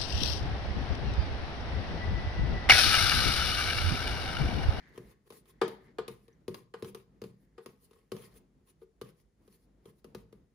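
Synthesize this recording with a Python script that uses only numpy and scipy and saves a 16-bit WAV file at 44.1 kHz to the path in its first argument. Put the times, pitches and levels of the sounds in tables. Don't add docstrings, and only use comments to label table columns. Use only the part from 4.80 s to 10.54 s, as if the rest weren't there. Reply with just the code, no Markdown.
import sys
import numpy as np
from scipy import signal
from scipy.fft import rfft, irfft, next_fast_len
from scipy.io import wavfile
from scipy.ndimage import uniform_filter1d, map_coordinates

SR = 44100
rng = np.random.default_rng(int(sys.argv[2]) if len(sys.argv) > 2 else 0)


def file_out(sig):
    cols = np.atleast_2d(sig).T
    lim = np.clip(cols, -1, 1)
    pcm = np.round(lim * 32767).astype(np.int16)
    wavfile.write(sys.argv[1], SR, pcm)


N = 253134

# time_s, level_db
RUMBLE_LEVELS = [(0.0, -63), (0.14, -59.5), (0.34, -64.5), (0.51, -70.5), (1.07, -62), (1.39, -65),
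                 (1.8, -68), (1.9, -79.5), (2.41, -65), (2.56, -69), (3.23, -73), (3.55, -59.5),
                 (3.76, -69), (4.24, -67), (4.41, -74), (4.52, -69), (5.35, -65), (5.74, -69.5)]
# peak_s, length_s, level_db
CREAM_FOLDS = [(0.02, 0.38, -63), (0.76, 0.27, -80), (0.97, 0.18, -71.5), (1.085, .07, -69),
               (1.52, 0.1, -77.5), (2.619, 0.44, -90), (4.73, 0.12, -88)]
# peak_s, length_s, hiss_db, pressure_db (more gives more rub)
FINGER_SLIDES = [(0.095, 0.027, -79, -14), (0.168, 0.045, -76, 11.5), (0.314, 0.072, -71, 5.5),
                 (0.477, .018, -75.5, 10), (0.576, 0.082, -64.5, -11.5), (0.706, .04, -67, 0.5),
                 (1.06, 0.064, -82, 1), (1.445, .12, -82, 2), (2.003, .035, -76.5, -2),
                 (2.09, 0.052, -64.5, 4), (2.64, 0.084, -84, -12.5), (2.843, 0.034, -75, -20),
                 (3.052, 0.049, -69, -11.5), (3.187, 0.28, -86.5, 7.5), (3.454, 0.093, -64.5, 4.5),
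                 (3.523, 0.052, -79, 8), (3.577, 0.038, -64, -1), (3.904, .04, -68.5, -1.5),
                 (4.032, 0.039, -79.5, 2), (4.301, .04, -76, 8.5), (4.409, 0.06, -77, -0.5),
                 (4.67, 0.065, -82.5, -0.5), (4.753, 0.052, -70.5, -5), (4.834, 0.084, -81, -8.5),
                 (5.095, 0.053, -74.5, 4.5), (5.195, 0.052, -80, -12.5)]
# start_s, click_db, weight_db (more gives more ring and thump)
FINGER_TAPS = [(0.177, -49, 14), (0.5036, -50, 7), (0.5236, -55.5, 8.5), (0.6561, -65, 3),
               (0.8799, -43, 7.5), (1.28, -40.5, 7.5), (1.481, -64, 14.5), (1.6801, -43, 15),
               (1.744, -42, -0.5), (2.024, -46, 16.5), (2.0462, -49.5, 10), (2.1476, -44.5, 5),
               (2.4173, -48.5, 15.5), (2.439, -50.5, 12), (2.8604, -46.5, 9), (3.1103, -63.5, 10.5),
               (3.1328, -64, 4), (3.3181, -40.5, 12), (3.3658, -51, 4), (4.2138, -44.5, 11.5),
               (4.6776, -64.5, 12.5), (5.0558, -58.5, 14.5), (5.244, -54, 11.5), (5.3483, -46, 12.5),
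               (5.5266, -60.5, 16)]
# start_s, clatter_db, ring_db, thump_db
PLATTER_KNOCKS = [(0.814, -22.5, -16.5, -35.5), (1.1842, -32, -26.5, -44.5), (1.9383, -40, -36, -52.5),
                  (2.7789, -47.5, -40, -59), (4.0159, -63, -45.5, -63.5)]
# start_s, length_s, pitch_hz, pitch_rise_share, level_db
SKIN_SQUEAKS = [(1.526, 0.008, 5400, .22, -71), (3.13, 0.08, 7350, .05, -85)]
# pitch_hz, level_db
PLATTER_TONES = [(126, 1.5), (162, 0), (200, 2), (240, -11), (295, -17.5), (350, -8), (385, 0), (420, 4),
                 (452, -2), (485, -36), (746, -2.5), (922, -2.5), (1063, -6), (1188, 2.5), (1330, -19.5),
                 (1447, -9), (1608, -9), (2435, -13), (2890, -13.5), (3122, -13.5), (3820, -32),
                 (4800, -23), (5050, -22)]
# pitch_hz, fade_s
PLATTER_FADES = [(125, .16), (200, .13), (300, .05), (350, .045), (385, .075), (420, .036), (452, .08),
                 (490, .06), (750, .08), (1200, .075), (5000, .06)]

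# pitch_hz, level_db
BEARING_COLOUR = [(25, -25.5), (50, 12), (90, -8), (130, -1), (210, -0.5), (290, -5.5), (390, -9),
                  (460, -11.5), (600, -17), (1100, -25), (3000, -36.5), (9000, -50.5)]
CREAM_COLOUR = [(300, -14.5), (800, -4), (1400, -2.5), (1800, 7.5), (2130, 5.5), (2550, -9.5), (4500, -12),
                (7000, -22), (12000, -36.5)]
HISS_COLOUR = [(1500, -21.5), (4500, -5), (7000, -9), (8500, -4.5), (10400, 0), (12200, -4), (14500, -3),
               (16000, -6)]
RUB_COLOUR = [(150, -17.5), (300, 13.5), (470, 18.5), (650, -8), (1080, 9.5), (1450, -4), (2000, 3.5),
              (4500, -8.5), (7000, -12.5), (10000, -22.5)]
CLICK_COLOUR = [(200, -11.5), (480, 6), (680, -4.5), (1080, 9.5), (1500, -4.5), (2100, -3), (4200, -3.5),
                (6500, -11), (8300, -14), (10500, -7), (15000, -14)]
CLATTER_COLOUR = [(250, -23.5), (700, -2.5), (1350, -1.5), (2000, -6.5), (2500, -12.5), (3200, -10),
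                  (5100, -17), (5800, -25.5), (7300, -22), (8500, -23), (15000, -33.5)]
AIR_COLOUR = [(20, -15), (50, 2), (150, -5), (400, -21), (1000, -28.5), (3000, -33), (8000, -32),
              (15000, -42.5)]

# pitch_hz, fade_s
ECHO_FADES = [(100, 0.85), (300, 0.17), (800, .46), (2000, 0.32), (5000, 0.33), (10000, 0.11),
              (15000, 0.17)]
# pitch_hz, level_db
ECHO_LEVELS = [(100, -1.5), (400, -4.5), (800, -10), (2000, -10), (5000, -10.5), (10000, -12), (15000, -12)]
# delay_s, level_db
WALL_BOUNCES = [(0.0023, -31), (0.0047, -10.5), (0.0086, -26), (0.0117, -18)]
# pitch_hz, likeness (0 to 1)
STEREO_LIKENESS = [(100, 0.8), (350, 1), (800, 0), (2000, .35), (6000, 0.15), (9000, 1), (15000, 0.96)]
# pitch_hz, left_minus_right_db
MIC_BALANCE = [(100, -2.5), (220, 1.5), (400, 4.5), (800, 1), (1300, 0), (2400, 2), (4400, 5), (8000, 0)]

FADE_60_DB = np.log(1000)


def amp(db):
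    return 10 ** (np.asarray(db) / 20)


def unit(x):
    return x / np.sqrt(np.mean(x ** 2) + 1e-20)


def at_pitch(table, hz):
    pitches, values = np.transpose(table)
    return np.interp(np.log(hz + 1), np.log(pitches + 1), values)


def wobble(rate):
    points = rng.standard_normal(int(N * rate / SR) + 4)
    return map_coordinates(points, [np.arange(N) * rate / SR])


def swell(peak_s, length_s, rise_share):
    t = np.arange(N) / SR - peak_s
    distance = np.abs(t) / (length_s * np.where(t < 0, rise_share, 1 - rise_share))
    return np.exp(-np.minimum(distance, 20) ** 1.7)


def filtered(x, response):
    size = x.shape[-1]
    padded = next_fast_len(size + 4096)
    hz = np.fft.rfftfreq(padded, 1 / SR)
    return irfft(rfft(x, padded) * response(hz), padded)[..., :size]


def noise(colour, size=N):
    def response(hz):
        spread = np.arccos(at_pitch(STEREO_LIKENESS, hz)) / 2
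        return amp(at_pitch(colour, hz)) * [np.cos(spread), np.sin(spread)]
    mid, side = filtered(rng.standard_normal((2, size)), response)
    return unit(np.array([mid + side, mid - side]))


def patchy(x, depth_db):
    bands = signal.stft(x, nperseg=256)[2]
    patches = uniform_filter1d(rng.standard_normal(bands.shape[1:]), size=4, axis=0)
    patches = uniform_filter1d(patches, size=7, axis=1)
    return unit(signal.istft(bands * amp(depth_db * unit(patches)), nperseg=256)[1][:, :N])


def add(track, start_s, sound):
    part = track[:, round(start_s * SR):][:, :sound.shape[1]]
    part += sound[:, :part.shape[1]]


def in_kitchen(x, echo_db=0, build_s=0.0045):
    hz, t, bands = signal.stft(noise([(1, 0)], size=SR // 2), SR, nperseg=256)
    fade_s = at_pitch(ECHO_FADES, hz)[:, None]
    gain = amp(at_pitch(ECHO_LEVELS, hz) + echo_db)[:, None] * np.sqrt(2 * FADE_60_DB / (fade_s * SR))
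    tail = signal.istft(bands * gain * np.exp(-FADE_60_DB * t / fade_s), SR, nperseg=256)[1]
    tail *= 1 - np.exp(-(np.arange(tail.shape[1]) / SR / build_s) ** 2)
    return x + signal.fftconvolve(x, tail, axes=1)[:, :x.shape[1]]


def near_walls(x):
    def bounces(hz):
        return sum(amp(db) * np.exp(-2j * np.pi * hz * delay_s) for delay_s, db in WALL_BOUNCES)
    return filtered(x, lambda hz: 1 + bounces(hz))


def bearing_rumble(gain_db=1):
    times_s, levels_db = np.transpose(RUMBLE_LEVELS)
    level = amp(np.interp(np.arange(N) / SR, times_s, levels_db) + gain_db)
    lumps = unit(amp(3 * wobble(rate=16)))
    return level * lumps * noise(BEARING_COLOUR)


def cream_swish(smooth_cream_db=-95):
    folds = sum(amp(db) * swell(peak_s, length_s, rise_share=0.49)
                for peak_s, length_s, db in CREAM_FOLDS)
    bubbles = unit(amp(1.8 * wobble(rate=300)))
    return (amp(smooth_cream_db) + folds) * bubbles * noise(CREAM_COLOUR)


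def finger_slides(hiss_gain_db=2.5, rub_gain_db=2, drag_db=-28, drag_pressure_db=5.5, grabs_per_s=36):
    moves = [(amp(db) * swell(peak_s, length_s, rise_share=0.76), pressure_db)
             for peak_s, length_s, db, pressure_db in FINGER_SLIDES]
    for start_s, click_db, _ in FINGER_TAPS:
        landed = np.arange(N) / SR > start_s
        drag = landed * swell(start_s + 0.03, length_s=0.071, rise_share=0.4)
        moves.append((amp(click_db + drag_db) * drag, drag_pressure_db))
    hiss_level = amp(hiss_gain_db) * sum(level for level, _ in moves)
    rub_level = amp(rub_gain_db) * sum(amp(pressure_db) * level for level, pressure_db in moves)
    catches = (rng.random(N) < grabs_per_s / SR) * rng.exponential(size=N)
    grabs = signal.lfilter([1], [1, -np.exp(-1 / (0.0006 * SR))], catches)
    grip = unit(amp(1.5 * wobble(rate=1500)) + amp(1) * grabs)
    hiss = hiss_level * patchy(noise(HISS_COLOUR), depth_db=3)
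    rub = rub_level * patchy(noise(RUB_COLOUR), depth_db=3)
    return in_kitchen(grip * (hiss + rub), echo_db=1)


def finger_taps(click_fade_s=0.051, snap_db=4, snap_s=0.0028):
    out, t = np.zeros((2, N)), np.arange(SR // 2) / SR
    for start_s, click_db, weight_db in FINGER_TAPS:
        fade = np.exp(-FADE_60_DB * t / click_fade_s) + amp(snap_db) * np.exp(-t / snap_s)
        click = amp(click_db - 5) * fade * noise(CLICK_COLOUR, size=len(t))
        ring = platter_ring(t, low_db=click_db - 18.5 + 1.593 * weight_db,
                            middle_db=click_db + weight_db - 3.5, high_db=click_db - 10,
                            travel_s=0.0011, rise_s=0.0028)
        add(out, start_s, in_kitchen(click + ring, echo_db=0.5))
    return out


def platter_ring(t, low_db, middle_db, high_db, travel_s, rise_s):
    hz, tone_db = np.transpose(PLATTER_TONES)[:, :, None]
    strike_db = np.select([hz < 300, hz < 600], [low_db, middle_db], high_db)
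    hz = hz * (1 + 0.006 * rng.standard_normal(hz.shape))
    slowness = np.sqrt(420 / hz)
    age_s = np.maximum(t - travel_s * slowness, 0)
    rise = 1 - np.exp(-(age_s / (rise_s * slowness)) ** 2)
    fade = np.exp(-FADE_60_DB * age_s / at_pitch(PLATTER_FADES, hz))
    level = amp(strike_db + tone_db + 1.5 * rng.standard_normal(hz.shape))
    return np.sum(level * rise * fade * np.sin(2 * np.pi * hz * age_s), axis=0)


def platter_knocks(clatter_rise_s=0.00033, clatter_fade_s=0.045):
    out, t = np.zeros((2, N)), np.arange(SR * 2 // 3) / SR
    for start_s, clatter_db, ring_db, thump_db in PLATTER_KNOCKS:
        chatter = unit(amp(3 * wobble(rate=600)))[:len(t)]
        shape = (1 - np.exp(-t / clatter_rise_s)) * np.exp(-FADE_60_DB * t / clatter_fade_s)
        clatter = amp(clatter_db - 3) * chatter * shape * noise(CLATTER_COLOUR, size=len(t))
        ring = platter_ring(t, low_db=thump_db - 1, middle_db=ring_db + 3, high_db=clatter_db - 4,
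                            travel_s=0.002, rise_s=0.0046)
        add(out, start_s, in_kitchen(clatter, echo_db=7) + in_kitchen(ring[None], echo_db=-1))
    return out


def finger_squeaks():
    out = np.zeros((2, N))
    for start_s, length_s, hz, pitch_rise, db in SKIN_SQUEAKS:
        progress = np.linspace(0, 1, round(length_s * SR))[None]
        phase = 2 * np.pi * np.cumsum(hz * (1 + pitch_rise * progress)) / SR
        add(out, start_s, amp(db) * np.sin(np.pi * progress) * np.sin(phase))
    return in_kitchen(out)


def scene(air_db=-76):
    handling = near_walls(finger_taps() + platter_knocks() + finger_slides() + finger_squeaks())
    return handling + bearing_rumble() + cream_swish() + amp(air_db) * noise(AIR_COLOUR)


def record(dry, low_cut_hz=36, top_hz=15900, lag_above_hz=6300, lag_s=0.00026):
    def response(hz):
        half_lag = np.exp(-1j * np.pi * lag_s * np.maximum(hz - lag_above_hz, 0))
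        left = amp(at_pitch(MIC_BALANCE, hz) / 2) * half_lag
        right = 1 / left
        low_cut = (1j * hz / (low_cut_hz + 1j * hz)) ** 2
        return np.array([left, right]) * low_cut * (hz < top_hz)
    return filtered(dry, response)


dry = scene()
out = record(dry)
file_out(out)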